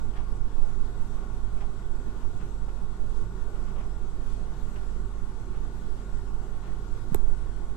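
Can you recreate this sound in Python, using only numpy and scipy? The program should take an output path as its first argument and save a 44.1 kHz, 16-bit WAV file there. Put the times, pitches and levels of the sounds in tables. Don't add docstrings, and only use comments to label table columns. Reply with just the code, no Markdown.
import sys
import numpy as np
from scipy import signal
from scipy.fft import rfft, irfft, next_fast_len
from scipy.io import wavfile
from scipy.ndimage import uniform_filter1d, map_coordinates

SR = 44100
rng = np.random.default_rng(int(sys.argv[2]) if len(sys.argv) > 2 else 0)


def log_audio(samples):
    frames = np.atleast_2d(samples).T
    limited = np.clip(frames, -1, 1)
    pcm = np.round(limited * 32767).astype(np.int16)
    wavfile.write(sys.argv[1], SR, pcm)


N = 342304


def amp(db):
    return 10 ** (np.asarray(db) / 20)


def unit(x):
    return x / np.sqrt(np.mean(x ** 2) + 1e-20)


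def along(points, hz):
    f, *columns = np.transpose(points)
    return np.array([np.interp(np.log(hz + 1), np.log(f + 1), column) for column in columns])


def wobble(rate):
    knots = rng.standard_normal(int(N * rate / SR) + 4)
    return map_coordinates(knots, [np.arange(N) * rate / SR])


def filtered(x, response):
    size = next_fast_len(N + SR // 2)
    hz = np.fft.rfftfreq(size, 1 / SR)
    return irfft(rfft(x, size) * response(hz), size)[..., :N]


def bell(hz, centre, width):
    return 1 / (1 + (np.sqrt(2) * (hz - centre) / width) ** 2)


def add(track, s, sound):
    part = track[..., round(s * SR):][..., :sound.shape[-1]]
    part += sound[..., :part.shape[-1]]


TURN_S = 1.19


def turning(peak_s, count=1):
    return np.cos(2 * np.pi * count * (np.arange(N) / SR - peak_s) / TURN_S)


def swells(rows):
    t = np.arange(N) / SR
    return sum(db * .5 ** ((2 * (t - s) / length) ** 2) for s, length, db in rows)


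# (frequency [Hz], lead of the left port [rad])
PORT_LEAD = [(40, 0.78), (100, 0.47), (180, 0.52), (400, 0.5), (540, 0.86), (750, 0.72), (1000, 0.13),
             (1500, 0.34), (3000, -1.7), (7000, -2)]


def tone(phase, hz):
    lead = along(PORT_LEAD, hz)[0]
    return np.sqrt(2) * np.sin(phase + lead * np.array([[.5], [-.5]]))


# (multiple of the shaft speed [1], left level [dB], right level [dB])
SHAFT_TONES = [(2, -75, -55), (3.954, -66.5, -63), (16.08, -68, -75.5), (16.89, -68.5, -71),
               (25.06, -63.5, -70.5), (29.9, -77, -72.5), (31.06, -91, -67), (32.16, -71.5, -77.5)]
# (frequency [Hz], left level [dB], right level [dB])
STEADY_TONES = [(98.9, -52, -50), (142, -64, -61), (176, -64.5, -62), (186, -62.5, -58.5),
                (243.4, -61.5, -60), (368.5, -69.5, -66.5), (401, -67, -68.5)]
SHAFT_HZ, SAG_HZ, WANDER_HZ = 43.91, 0.258, 0.059
FASTEST_S = 0.072
DRONE_DB, DRONE_WAVER_DB = (-41, -34.5), 0.35
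DRONE_PEAK_S, ONCE_DB, TWICE_DB = 0.27, 0.5, 1.74
STEADY_WAVER_DB = 1.34


def motor(flutter_db=2, drift=0.31):
    speed = SHAFT_HZ + SAG_HZ * turning(FASTEST_S) + WANDER_HZ * wobble(4)
    angle = 2 * np.pi * np.cumsum(speed) / SR
    swell_db = ONCE_DB * turning(DRONE_PEAK_S) + TWICE_DB * turning(DRONE_PEAK_S, count=2)
    swell_db = swell_db + DRONE_WAVER_DB * wobble(3.2)
    out = amp(DRONE_DB)[:, None] * amp(swell_db) * tone(angle, speed.mean())
    for multiple, *ports_db in SHAFT_TONES:
        flutter = amp(flutter_db * wobble(6))
        phase = multiple * angle + drift * wobble(9)
        out += amp(ports_db)[:, None] * flutter * tone(phase, multiple * speed.mean())
    for hz, *ports_db in STEADY_TONES:
        phase = 2 * np.pi * hz * np.arange(N) / SR + hz / 1100 * wobble(6)
        waver = amp(STEADY_WAVER_DB * wobble(4.0))
        out += amp(ports_db)[:, None] * waver * tone(phase, hz)
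    return out


# (frequency [Hz], left-right likeness [1])
PORT_LIKENESS = [(30, 0.91), (45, .97), (75, 0.41), (180, 1), (420, 0.95), (600, 0.24), (900, 0.84),
                 (1350, 0.26), (1650, 0.1), (4000, 0.16), (9000, 0.061)]


def rush(gain, patchy_db):
    z = signal.stft(rng.standard_normal((2, N)), nperseg=1024)[2]
    patches = rng.standard_normal(z.shape[1:])
    patches = uniform_filter1d(uniform_filter1d(patches, size=7, axis=0), size=8, axis=1)
    pair = unit(signal.istft(z * amp(patchy_db * unit(patches)), nperseg=1024)[1][:, :N])

    def mid_side_gains(hz):
        turn = np.arccos(np.clip(along(PORT_LIKENESS, hz)[0], -1, 1)) / 2
        return np.array([np.cos(turn), np.sin(turn)])

    mid, side = filtered(pair, mid_side_gains)
    ports = np.array([mid + side, mid - side]) * np.sqrt(SR / 2)
    return filtered(ports, lambda hz: gain(hz) * np.exp(.5j * along(PORT_LEAD, hz) * [[1], [-1]]))


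# (frequency [Hz], width [Hz], left level [dB per Hz], right level [dB per Hz])
CABINET_MODES = [(55, 36, -72.5, -62.5), (89.3, 10.4, -70, -63), (107.5, 19.8, -71.5, -61.5),
                 (136.2, 10.3, -64.5, -63.5), (182.7, 17.3, -68.5, -68.5), (232, 41.6, -74.5, -70),
                 (336.6, 37.6, -72, -79.5), (389.2, 53.4, -74, -72.5), (453, 43, -76, -88),
                 (861, 62, -83.5, -85), (909, 43, -80.5, -87), (1073, 26, -82.5, -84),
                 (1185, 80, -82, -100), (1411, 43, -82.5, -84.5), (1450, 38, -79, -109),
                 (1500, 18, -79, -100), (3413, 55, -93.5, -106), (3750, 130, -99, -110),
                 (7580, 57, -101, -120), (12940, 910, -110, -125)]
# (frequency [Hz], left level [dB per Hz], right level [dB per Hz])
DUCT_AIR = [(20, -90, -117), (60, -99, -94), (293, -78, -83), (430, -82, -84), (584, -83, -84),
            (810, -84, -87.5), (1110, -86, -87.5), (1310, -89, -91.5), (1846, -93.5, -97.5),
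            (2170, -100, -102), (2570, -112, -114), (6000, -135, -135)]
# (frequency [Hz], left level [dB per Hz], right level [dB per Hz])
VENT_HISS = [(900, -125, -125), (2050, -101, -103), (2660, -99, -100), (3280, -99, -102), (4300, -99, -104),
             (4940, -103, -103), (6740, -103, -101), (7250, -100, -109), (7680, -95.5, -111),
             (8720, -104, -114), (10300, -106, -115), (11460, -117, -117), (13100, -114, -114),
             (15000, -120, -123)]
# (middle [s], length [s], rise over the hiss [dB])
SLIDING_PIECES = [(2.3, 0.14, 1), (3.13, 0.092, 4), (4.31, 0.097, 4), (4.73, 0.14, 1)]
TUMBLE_S, TUMBLE_DB = 1.11, 0.58
SLIDE_S, SLIDE_DB = 1.15, 0.5
RUB_S = 1.08


def drum_and_air(rub_db=4, churn_db=0.5, uneven_db=0.23):
    rumble_db = TUMBLE_DB * turning(TUMBLE_S) + uneven_db * wobble(4.15)
    swish_db = SLIDE_DB * turning(SLIDE_S) + swells(SLIDING_PIECES)
    churn = churn_db * wobble(14)

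    def panels(hz):
        power = sum((amp(ports_db)[:, None] * bell(hz, centre, width)) ** 2
                    for centre, width, *ports_db in CABINET_MODES)
        return np.sqrt(power)

    rumble = rush(panels, patchy_db=0.85) * amp(rumble_db)
    duct = rush(lambda hz: amp(along(DUCT_AIR, hz)), patchy_db=1.73) * amp(rumble_db + churn)
    hiss = rush(lambda hz: amp(along(VENT_HISS, hz)), patchy_db=1.52) * amp(swish_db + 1.3 * churn)
    rub = ((1 + turning(RUB_S)) / 2) ** 5
    seal = filtered(hiss, lambda hz: hz > 11400) * (amp(rub_db * rub - 1.5) - 1)
    return rumble + duct + hiss + seal


# (frequency [Hz], relative level [dB])
PRESSURE_SPECTRUM = [(1, -12.5), (3, -8), (8, -7), (14, -7), (21, -17), (30, -31), (45, -31), (90, -68),
                     (300, -107)]
# (middle [s], length [s], rise over the resting hand [dB])
GRIP_SHIFTS = [(.63, 0.35, 6), (3.1, 0.11, 8), (7.25, 0.23, 11.5)]
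# (time [s], relative level [dB])
SHELL_CLICKS = [(7.1462, -8.5), (7.1586, -25)]
# (frequency [Hz], relative level [dB], t60 [s])
SHELL_MODES = [(2660, -17.5, 0.0016), (3700, -29, 0.0081), (4060, -33, 0.018), (5500, -31, 0.0059),
               (8180, -13.5, 0.0036), (10400, -12, 0.0021), (12700, -7.5, 0.0028)]
# (frequency [Hz], relative level [dB], t60 [s])
BRUSH_MODE = (140, -6.5, 0.026)
# (frequency [Hz], relative level [dB], t60 [s])
PORT_MODES = [(64.6, -15, 0.11), (187, -17, 0.027), (386, -4.5, 0.021), (810, -3.5, 0.0082),
              (1070, -11, 0.0088), (1300, -18, 0.0098)]
GRIP_DB, SETTLE_DB_PER_S = -24, 0.42
BRUSH_S, STRIKE_S = 7.1205, 7.1466


def hand(waver_db=1.0):
    t = np.arange(SR // 8) / SR

    def ring(hz, t60):
        return np.sin(2 * np.pi * hz * t) * amp(-60 * t / t60)

    def push(hz, db, t60):
        return -amp(db) * ring(hz, t60) * (1 - np.exp(-t / 0.0026))

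    pressure = filtered(rng.standard_normal(N), lambda hz: amp(along(PRESSURE_SPECTRUM, hz)[0]))
    swing = unit(pressure)
    swing /= np.sqrt(uniform_filter1d(swing ** 2, size=SR // 3) + 0.012)
    settling_db = GRIP_DB - SETTLE_DB_PER_S * np.arange(N) / SR
    swing *= amp(settling_db + swells(GRIP_SHIFTS) + waver_db * wobble(3.03))
    click, thud = np.zeros(N), np.zeros(N)
    shell_ring = sum(amp(level) * ring(hz, t60) for hz, level, t60 in SHELL_MODES)
    for s, db in SHELL_CLICKS:
        add(click, s, amp(db) * shell_ring)
    add(thud, BRUSH_S, push(*BRUSH_MODE))
    add(thud, STRIKE_S, sum(push(*mode) for mode in PORT_MODES))
    left = click + amp(-30) * thud
    right = swing + thud + amp(-45) * click
    return np.array([left, right])


# (time [s], relative level [dB], knock relative to that [dB], t60 [s])
LANDINGS = [(.132, -52, -2, 0.15), (.15, -44.5, 4, 0.39), (.162, -40, -3, 0.11), (1.178, -50, 8, 0.12),
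            (1.215, -51, 7, 0.28), (1.565, -53, 1, .25), (1.605, -40, -8, 0.1), (1.619, -50, 11, 0.15),
            (2.199, -54, 7, .25), (2.398, -45.5, -1, 0.22), (2.683, -49, 0, .16), (3.545, -49.5, -11, 0.17),
            (3.665, -48, -5, .25), (3.752, -48.5, 6.5, 0.3), (3.792, -44, -1, 0.15), (4.26, -51, -7, 0.11),
            (4.755, -45, 2, 0.16), (5.535, -49.5, 3, 0.3), (6.62, -49, 3, 0.61), (7.692, -48.5, 8, 0.075)]
# (frequency [Hz], gain [dB])
LANDING_TONE = [(500, -34), (1100, 16), (1800, 7.5), (3200, 4), (4000, -6.5), (6000, -9), (12000, -41)]
# (time [s], frequency [Hz], relative level [dB])
BUNDLE_DROPS = [(0.164, 114, -38), (0.581, 136, -54.5), (2.346, 96, -29), (6.082, 103, -30)]
# (frequency [Hz], width [Hz], relative level [dB])
DRUM_MODES = [(617, 220, -4), (814, 79, -1), (1017, 22, -0.5), (1230, 61, -5)]
RISE_SHARE = 0.036


def laundry(tick_db=-3, knock_db=0, drop_t60=0.06, crumple_db=2.0):
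    t = np.arange(SR // 2) / SR
    ticks, knocks, bumps = np.zeros((3, 2, N))
    for s, db, body_db, t60 in LANDINGS:
        fade = amp(-60 * t / t60) * (1 - np.exp(-t / (RISE_SHARE * t60)))
        folds_db = crumple_db * wobble(177)[:len(t)]
        add(ticks, s, amp(db + tick_db + folds_db) * fade * rng.standard_normal((2, len(t))))
        add(knocks, s, amp(db + body_db + knock_db) * fade * rng.standard_normal(len(t)))
    for s, hz, db in BUNDLE_DROPS:
        fade = amp(db - 60 * t / drop_t60) * (1 - np.exp(-t / 0.0064))
        add(bumps, s, fade * tone(2 * np.pi * hz * t, hz))

    def wall(hz):
        return 4 * sum(amp(db) * bell(hz, centre, width) for centre, width, db in DRUM_MODES)

    muffled = filtered(ticks, lambda hz: amp(along(LANDING_TONE, hz)))
    return bumps + (muffled + filtered(knocks, wall)) * amp([[1.5], [-1.5]])


BUTTON_S, BUTTON_DB = 2.684, -35


def button():
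    t = np.arange(SR // 4) / SR
    ring = sum(amp(db) * width * np.sin(2 * np.pi * hz * t) * np.exp(-np.pi * width * t)
               for hz, width, db in DRUM_MODES)
    out = np.zeros(N)
    add(out, BUTTON_S, amp(BUTTON_DB) * ring / np.abs(ring).max())
    return out * amp([[1.5], [-1.5]])


# (frequency [Hz], t60 [s])
ROOM_DECAY = [(200, 0.3), (2000, 0.34), (10000, 0.14)]


def room(x):
    hz, t, z = signal.stft(rng.standard_normal((2, SR // 2)), SR, nperseg=256)
    tail = signal.istft(z * amp(-60 * t / along(ROOM_DECAY, hz).T), SR, nperseg=256)[1]
    return signal.fftconvolve(x, tail / np.linalg.norm(tail[0]), axes=1)[:, :N]


def scene():
    touch = hand()
    dryer = motor() + drum_and_air() + laundry() + button()
    return dryer + touch + amp(-22) * room(touch[:1])


TOP_HZ = 15300


def record(dry):
    return filtered(dry, lambda hz: np.clip((TOP_HZ - hz) / 1100, 0, 1))


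dry = scene()
out = record(dry)
log_audio(out)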